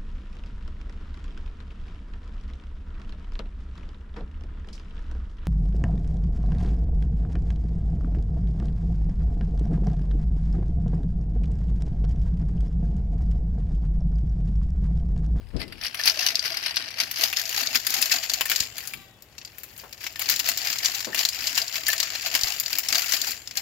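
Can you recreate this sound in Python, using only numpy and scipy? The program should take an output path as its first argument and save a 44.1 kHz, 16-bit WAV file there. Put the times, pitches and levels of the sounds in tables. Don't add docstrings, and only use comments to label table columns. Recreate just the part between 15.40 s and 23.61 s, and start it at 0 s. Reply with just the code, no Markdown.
import sys
import numpy as np
from scipy import signal
from scipy.fft import rfft, irfft
from scipy.io import wavfile
from scipy.ndimage import uniform_filter1d

SR = 44100
rng = np.random.default_rng(int(sys.argv[2]) if len(sys.argv) > 2 else 0)


def waveform_to_disk(signal):
    frames = np.transpose(np.atleast_2d(signal))
    scaled = np.clip(frames, -1, 1) * 32767
    samples = np.round(scaled).astype(np.int16)
    wavfile.write(sys.argv[1], SR, samples)


N = 362061
TIME = np.arange(N) / SR


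def amp(db):
    return 10 ** (np.asarray(db) / 20)


def unit_level(x):
    return x / np.sqrt(np.mean(x ** 2) + 1e-20)


def at_pitch(table, hz):
    row_hz, value = np.transpose(table)
    return np.interp(np.log(hz + 1), np.log(row_hz + 1), value)


def add(mix, start_s, sound):
    part = mix[:, max(round(start_s * SR), 0):][:, :sound.shape[1]]
    part += sound[:, :part.shape[1]]


def convolve(x, taps):
    return signal.fftconvolve(np.atleast_2d(x), np.atleast_2d(taps), axes=1)[:, :x.shape[-1]]


def tone_filter(gain_at, size=1024):
    hz = abs(np.fft.fftfreq(size, 1 / SR))
    log_gain = np.log(np.maximum(gain_at(hz), 1e-4))
    return np.fft.ifft(np.exp(np.conj(signal.hilbert(log_gain)))).real


def stereo_noise(size, likeness):
    left, other = rng.standard_normal((2, size))
    return np.array([left, likeness * left + np.sqrt(1 - likeness ** 2) * other])


def resonate(x, hz, width_hz):
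    turn = np.exp(2j * np.pi * np.cumsum(hz * np.ones(x.shape[-1])) / SR)
    keep = np.exp(-np.pi * width_hz / SR)
    return 2 * (turn * signal.lfilter([1 - keep], [1, -keep], x / turn)).real


# (time [s], level [dB], rough pitch [Hz], rise [s], decay [s], left over right [dB])
PUFFS_AND_BUMPS = [(0, -43, 45, 0.0052, 0.34, 23), (0.133, -26, 49.7, 0.018, 0.026, 36),
                   (0.124, -34.5, 169, 0.034, 0.09, 32), (3.202, -37.5, 85, 0.0026, 0.008, 23),
                   (3.5, -49, 111, 0.074, 0.034, 6), (4.432, -42.5, 656, 0.006, 0.025, 6),
                   (5.668, -34, 400, 0.0036, 0.04, 4.5), (7.031, -35, 55, .005, 0.0082, 3)]


def puffs_and_bumps(size=20000):
    out, t = np.zeros((2, N)), np.arange(size) / SR
    for start, db, hz, rise, decay, pan_db in PUFFS_AND_BUMPS:
        band = signal.butter(2, [hz * 0.425, hz * 2.07], "band", fs=SR, output="sos")
        swell = np.minimum(t / rise, 1) * np.exp(-np.maximum(t - rise, 0) / decay)
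        thud = signal.sosfilt(band, stereo_noise(size, 0.41) * swell)
        thud *= np.linalg.norm(swell) / np.linalg.norm(thud, axis=1, keepdims=True)
        pan = 2 / (1 + amp([[-pan_db], [pan_db]]))
        add(out, start, amp(db) * thud * pan)
    return out


# (frequency [Hz], relative level [dB])
ROOM_TONE = [(25, -27), (55, 3), (120, 0), (180, -6), (600, -9.5), (900, -13.5), (5000, -31), (8500, -30),
             (15000, -35)]


def room_hum(noise_db=-57, hum_hz=114.5, hum_db=-66):
    tone = amp(at_pitch(ROOM_TONE, np.fft.rfftfreq(N, 1 / SR)))
    noise = unit_level(irfft(rfft(stereo_noise(N, 0.88)) * tone, N))
    waver = unit_level(uniform_filter1d(rng.standard_normal(N), size=9000))
    hum = np.sqrt(2) * np.sin(2 * np.pi * hum_hz * TIME + 0.82 * waver)
    return amp(noise_db) * noise * amp([[1.5], [-1.5]]) + amp(hum_db) * hum


# (frequency [Hz], relative level [dB])
SHAKER_TONE = [(150, -24), (480, -20.5), (650, -9.5), (950, -10), (1400, -6.5), (1750, -3), (2700, -0.5),
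               (3600, -3), (4650, 2), (5900, -3.5), (7300, -3), (8000, -19.5), (9600, -22.5), (14400, -11),
               (17000, -20.5)]


def shaker_bands(body_top_hz=3500, ring_top_hz=8500):
    def below(hz, edge):
        return 1 / (1 + (hz / edge) ** 16)
    shares = [lambda hz: below(hz, body_top_hz),
              lambda hz: below(hz, ring_top_hz) - below(hz, body_top_hz),
              lambda hz: 1 - below(hz, ring_top_hz)]
    return [tone_filter(lambda hz: amp(at_pitch(SHAKER_TONE, hz)) * np.sqrt(abs(share(hz))))
            for share in shares]


# (lowest [Hz], highest [Hz], width [Hz])
ICE_PITCHES = [(1476, 3100, 120), (4190, 5980, 176), (9800, 15100, 1300)]
# (time [s], ring level [dB], body over ring [dB], crack over ring [dB])
CUBE_HITS = [(0.165, -41, -10, -27), (0.3235, -44, 4.5, -7), (0.466, -28, -10, -30), (.545, -37.5, 6, 0),
             (0.636, -24.5, -23, -19), (0.656, -25.5, -5, -5), (0.697, -19.5, -25, -32),
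             (.791, -24.5, -4.5, -14), (.864, -19, -6.5, -6), (.886, -22, -10, -22),
             (0.9544, -18.5, -31, -19.5), (0.993, -22, -27, -32), (1.171, -26, -9, -10),
             (1.368, -20, -7, -34), (1.601, -22, -8, -12), (1.712, -32.5, -3.5, 3),
             (1.836, -18, -7.5, -6.5), (1.928, -36.5, 10, 3), (1.969, -21.5, -23, -18),
             (2.054, -30, -14, -13), (2.093, -32.5, -14, 1), (2.271, -23, -17, -26), (2.355, -18.5, -6, -6),
             (2.467, -24, -5.5, 0), (2.54, -26, -4, 0), (2.617, -33, -15, 11), (2.625, -20, -6.5, -7),
             (2.718, -22, -1.5, -9), (2.762, -30.5, -2, -9), (2.897, -23, -12, -10), (2.936, -22, -13, -6),
             (3.009, -28, 6.5, 2.5), (3.056, -38, 4, 9), (3.098, -28, -1, 4.5), (3.116, -29, 6, 1),
             (3.16, -22, -12, -6), (3.204, -20.5, -32, -11), (3.3816, -36.5, -2, 3),
             (3.536, -45.5, 13.5, 6.5), (3.822, -53, -19, 6), (3.981, -39, -6.5, -11),
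             (4.014, -46, -1, -27), (4.049, -37.5, -12, -13), (4.075, -47, -7, -23), (4.183, -60, 11.5, 22),
             (4.234, -49.5, 4, 12.5), (4.378, -57, -8, 15), (4.527, -39, -6, -5), (4.666, -33.5, 3, -6),
             (4.7583, -39.5, 2, -4), (4.794, -40, 6.5, 11.5), (4.818, -33.5, 2, 4.5),
             (4.898, -23, -14, 1.5), (4.961, -27, -24, -6), (4.997, -25, -2.5, -2.5),
             (5.088, -28, 0.5, 5.5), (5.174, -27, -12, -3.5), (5.447, -25, -12, -7),
             (5.458, -18.5, -16, -16), (5.605, -31.5, -7, -4), (5.646, -31, -4.5, -10),
             (5.746, -33, 6.5, 5.5), (5.851, -19, -12, -10.5), (5.888, -24, -15, -7), (5.946, -33, -6, -8),
             (6.07, -25, -20, -10), (6.153, -28, -16, -10), (6.177, -24.5, 1.5, -1), (6.217, -24, -17, -17),
             (6.466, -24, -11, -10), (6.4821, -38, 9.5, 16.5), (6.531, -29.5, 4.5, 2),
             (6.601, -21.5, -9, -6.5), (6.629, -24, -10, -11), (6.752, -31, -1.5, -10),
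             (6.951, -23, 0.5, -0.5), (7.034, -20.5, -31, -11), (7.199, -28.5, -15, 5),
             (7.385, -28.5, -3, 7), (7.486, -23.5, -18, -6.5), (7.526, -22, -4, -9),
             (7.555, -20.5, -8.5, -23), (7.738, -25.5, -6, -5), (7.816, -23.5, -18, -8),
             (7.918, -33.5, -22, -12), (8.074, -34, -13, -14), (8.11, -37.5, -5.5, -12),
             (8.1716, -24.5, -16, -5.5)]


def cube_knocks(bands, longest_decay_s=0.0055, halving_db=19.5, size=3000):
    out, t = np.zeros((2, N)), np.arange(size) / SR
    attack = np.minimum(t / 0.00037, 1)
    strike = np.exp(-t / 0.00045)
    linger = amp(-23) * np.exp(-t / 0.045)
    for start, ring_db, body_db, crack_db in CUBE_HITS + stray_cubes():
        decay = longest_decay_s * 2 ** (min(body_db, 0) / halving_db)
        since_second = t - decay * rng.uniform(0.6, 1.6)
        settle = 0.33 * (since_second > 0) * np.exp(-abs(since_second) / 0.0025)
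        blow = stereo_noise(size, 0.33) * attack * (strike + np.exp(-t / decay) + settle + linger)
        levels = ring_db + body_db, ring_db, ring_db + crack_db
        for band, (low, high, width), db in zip(bands, ICE_PITCHES, levels):
            ring = convolve(blow + 1.4 * resonate(blow, rng.uniform(low, high), width), band)
            ring *= np.sqrt(0.01 * SR / np.sum(ring ** 2, 1, keepdims=True))
            add(out, start, amp(db) * ring)
    return out


def stray_cubes(above_chatter_db=6, cap_db=-31, spread_db=3.5, tone_spread_db=5.5, count=60):
    times = (np.arange(count) + rng.random(count)) / count * TIME[-1]
    strength, body, crack = rng.standard_normal((count, 3)).T
    chatter_db, _ = shaking_levels()
    usual_db = np.minimum(np.interp(times, TIME, chatter_db) + above_chatter_db, cap_db)
    ring_db = usual_db + spread_db * strength
    body_db = -12.5 + tone_spread_db * body
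    crack_db = np.interp(times, *np.transpose(FINE_SPRAY)) - 1 + tone_spread_db * crack
    return list(zip(times, ring_db, body_db, crack_db))


# (time [s], chatter level [dB], swell time [s])
LANDINGS = [(0.214, -33, 0.012), (0.447, -30.5, 0.025), (.603, -31, 0.021), (.678, -18, 0.017),
            (.83, -29.5, 0.065), (1.057, -27.5, 0.021), (1.131, -34.5, 0.06), (1.268, -28, 0.036),
            (1.41, -37, 0.07), (1.611, -26.5, 0.025), (1.824, -27, 0.05), (1.988, -29, 0.025),
            (2.185, -27.5, 0.073), (2.353, -25.5, 0.018), (2.565, -29.5, 0.086), (2.731, -23.5, 0.03),
            (2.838, -31.5, 0.02), (2.938, -35, 0.069), (3.121, -32.5, 0.052), (3.21, -33, 0.034),
            (3.42, -44, 0.091), (4.4, -52, .03), (4.644, -38.5, 0.033), (4.811, -37.5, 0.018),
            (4.909, -25.5, 0.036), (5.084, -26, 0.029), (5.28, -29.5, 0.077), (5.457, -28.5, 0.034),
            (5.553, -33.5, 0.059), (5.794, -24.5, 0.025), (6.06, -33.5, 0.13), (6.182, -27, 0.02),
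            (6.359, -29, 0.021), (6.502, -31, 0.032), (6.67, -36.5, 0.27), (6.862, -26.5, 0.016),
            (6.951, -29, 0.032), (7.07, -30.5, 0.075), (7.332, -31.5, 0.039), (7.576, -28, 0.085),
            (7.732, -25, 0.035), (7.868, -31.5, 0.048), (8.178, -31.5, 0.014)]
# (time [s], level [dB])
STIRRING_ICE = [(0, -69), (.38, -56.5), (.75, -42), (1.5, -45), (3.2, -55), (3.75, -71.5), (4.1, -59.5),
                (4.7, -57.5), (5, -48), (7.6, -45), (8.05, -56)]


def shaking_levels(fade_stretch=1.22, roundness=1.11, equal_at_db=-51, slosh_growth=0.82):
    t = TIME[::44]
    power = amp(np.interp(t, *np.transpose(STIRRING_ICE))) ** 2
    for peak_s, db, swell_s in LANDINGS:
        distance = np.maximum(peak_s - t, (t - peak_s) / fade_stretch) / swell_s
        power += (amp(db) * np.exp(-distance ** roundness)) ** 2
    chatter_db = np.interp(TIME, t, 10 * np.log10(power))
    slosh_db = equal_at_db + slosh_growth * (chatter_db - equal_at_db)
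    return chatter_db, slosh_db


def small_hits(per_s, spread_db, decay_s, wash):
    strength = amp(spread_db * np.minimum(rng.exponential(1, N), 3.5))
    power = strength ** 2 * (rng.random(N) < per_s / SR)
    power = signal.lfilter([1], [1, -np.exp(-1 / (decay_s * SR))], power)
    power += wash * power.mean()
    window = signal.windows.hann(2201) / 1100
    nearby_average = convolve(np.pad(power, 1100, "reflect"), window)[0, 2200:]
    return np.sqrt(power / nearby_average)


# (time [s], level over the chatter [dB])
FINE_SPRAY = [(0, -13.5), (.6, -10), (1.05, -10.5), (1.45, -16.5), (1.8, -5.5), (3.1, -7), (3.25, -7.5),
              (3.5, 1), (4.05, -3), (4.35, 3), (4.7, -6), (6.5, -6), (6.7, -9.5), (7.3, -4), (8.2, -4)]


def chatter_and_slosh(bands, hold_samples=330):
    chatter_db, slosh_db = shaking_levels()
    spray_db = chatter_db + np.interp(TIME, *np.transpose(FINE_SPRAY))
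    crowd = amp(0.4 * (chatter_db - chatter_db.max()))
    chips = small_hits(per_s=560 * crowd, spread_db=4.5, decay_s=0.0019, wash=0.092)
    drops = small_hits(per_s=1200 * crowd, spread_db=8.5, decay_s=0.0033, wash=0.024)
    splashes = np.sqrt((chips ** 2 + drops ** 2) / 2)
    layers = (splashes, slosh_db), (chips, chatter_db), (splashes, spray_db)
    out = np.zeros((2, N))
    for (hits, db), band, (low, high, width) in zip(layers, bands, ICE_PITCHES):
        blows = stereo_noise(N, 0.19) * hits
        pitch = np.repeat(rng.uniform(low, high, N // hold_samples + 1), hold_samples)[:N]
        ring = convolve(blows + 1.37 * resonate(blows, pitch, width), band)
        out += amp(db) * unit_level(ring)
    return out


def foam(hz=7150, width_hz=650, settle_s=0.075, db=-13):
    chatter_db, _ = shaking_levels()
    keep = np.exp(-1 / (settle_s * SR))
    amount = signal.lfilter([1 - keep], [1, -keep], amp(chatter_db))
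    hiss = resonate(resonate(stereo_noise(N, 0.05), hz, width_hz), hz, width_hz)
    return amp(db) * amount * unit_level(hiss)


# (time [s], pitch [times normal])
TREBLE_CLIMB = [(0, 0.68), (.75, .88), (1.4, 0.79), (1.9, 0.94), (3, 1)]


def climb_treble(x, above_hz=5200):
    hz, t, spectrum = signal.stft(x, SR, nperseg=128)
    hz = hz[:, None]
    factor = np.interp(t, *np.transpose(TREBLE_CLIMB))
    treble = np.clip((hz - above_hz) / 600, 0, 1)
    change_db = treble * (at_pitch(SHAKER_TONE, hz / factor) - at_pitch(SHAKER_TONE, hz))
    return signal.istft(spectrum * amp(change_db), SR, nperseg=128)[1][:, :N]


def bubble(hz, ring_s, climb=0.0055, size=6000):
    t = np.arange(size) / SR
    tone = np.sin(2 * np.pi * hz * t * (1 + climb * t / ring_s))
    attack = 1 - np.exp(-t / 0.00073)
    return tone * attack * amp(-60 * t / ring_s)


def froth(low_hz, high_hz, per_s, ring_s, db):
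    _, slosh_db = shaking_levels()
    strength, out = amp(slosh_db + db), np.zeros((2, N))
    for when, pitch, size, side in rng.random((int(per_s * N / SR), 4)):
        ring = bubble(low_hz * (high_hz / low_hz) ** pitch, ring_s * (0.5 + size))
        add(out, when * N / SR, np.outer([1, 0.43 + side], ring) * size * strength[int(when * N)])
    return out


# (time [s], pitch [Hz], level [dB], time to fade 60 dB [s])
AIR_POCKETS = [(.217, 2040, -33.5, 0.13), (.597, 1760, -21, 0.045), (.768, 611, -37.5, 0.21),
               (.82, 1764, -30.5, 0.088), (1.058, 1544, -31.5, 0.1), (3.056, 1800, -27.5, 0.052),
               (5.085, 670, -36, 0.077), (5.73, 1810, -20.5, 0.025), (6.4875, 1750, -15.5, 0.075),
               (6.845, 733, -37, 0.07)]


def gulps():
    out = np.zeros((2, N))
    for start, hz, db, ring_s in AIR_POCKETS:
        add(out, start, amp(db) * np.tile(bubble(hz, ring_s), (2, 1)))
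    return out


# (time [s], gap between overtones [Hz], level [dB])
REST_OVERTONES = [(3.3, 397, -60), (3.6, 389.6, -54), (3.85, 374.4, -66.5), (4.2, 348, -89)]


def sinking_overtones(width_hz=14):
    times, gap_hz, db = np.transpose(REST_OVERTONES)
    resting = (TIME > times[0]) & (TIME < times[-1])
    gap = np.interp(TIME[resting], times, gap_hz)
    noise = stereo_noise(resting.sum(), 0.18)
    stack = sum(resonate(resonate(noise, k * gap, width_hz), k * gap, width_hz) for k in range(2, 11))
    out = np.zeros((2, N))
    out[:, resting] = unit_level(stack) * amp(np.interp(TIME[resting], times, db))
    return out


# (frequency [Hz], time to fade 60 dB [s])
ECHO_TIMES = [(300, 0.22), (2000, 0.06), (6000, 0.091), (15000, 0.11)]


def kitchen_echo(x, echo_db=-11):
    hz, t, spectrum = signal.stft(rng.standard_normal((2, SR // 2)), SR, nperseg=256)
    fade = amp(-60 * t / at_pitch(ECHO_TIMES, hz)[:, None])
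    tail = signal.istft(spectrum * fade, SR, nperseg=256)[1]
    tail *= np.arange(tail.shape[1]) / SR > 0.003
    return x + amp(echo_db) * convolve(x, tail / np.linalg.norm(tail[0]))


# (frequency [Hz], left over right [dB])
LEFT_LEAN = [(400, 3), (950, 2), (1900, 8.5), (4500, 6), (7500, 11), (13000, 10)]


def place_left(x):
    left = tone_filter(lambda hz: amp(at_pitch(LEFT_LEAN, hz) / 2))
    right = tone_filter(lambda hz: amp(-at_pitch(LEFT_LEAN, hz) / 2))
    return convolve(x, np.array([np.roll(left, 1), right]))


def scene():
    bands = shaker_bands()
    knocks = amp(-0.08) * cube_knocks(bands)
    chatter = amp(0.88) * chatter_and_slosh(bands)
    shaker = climb_treble(knocks + chatter + foam())
    shaker += froth(low_hz=240, high_hz=516, per_s=60, ring_s=0.05, db=-8)
    shaker += froth(low_hz=623, high_hz=812, per_s=55, ring_s=0.051, db=-1.5)
    shaker += froth(low_hz=1200, high_hz=3200, per_s=90, ring_s=0.025, db=0)
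    shaker += gulps() + sinking_overtones()
    return place_left(kitchen_echo(shaker)) + puffs_and_bumps() + room_hum()


def record(dry):
    lowpass = signal.firwin(401, cutoff=15850, window=("kaiser", 8), fs=SR)
    return signal.oaconvolve(np.clip(dry, -1, 1), lowpass[None], "same", axes=1)


dry = scene()
out = record(dry)
waveform_to_disk(out)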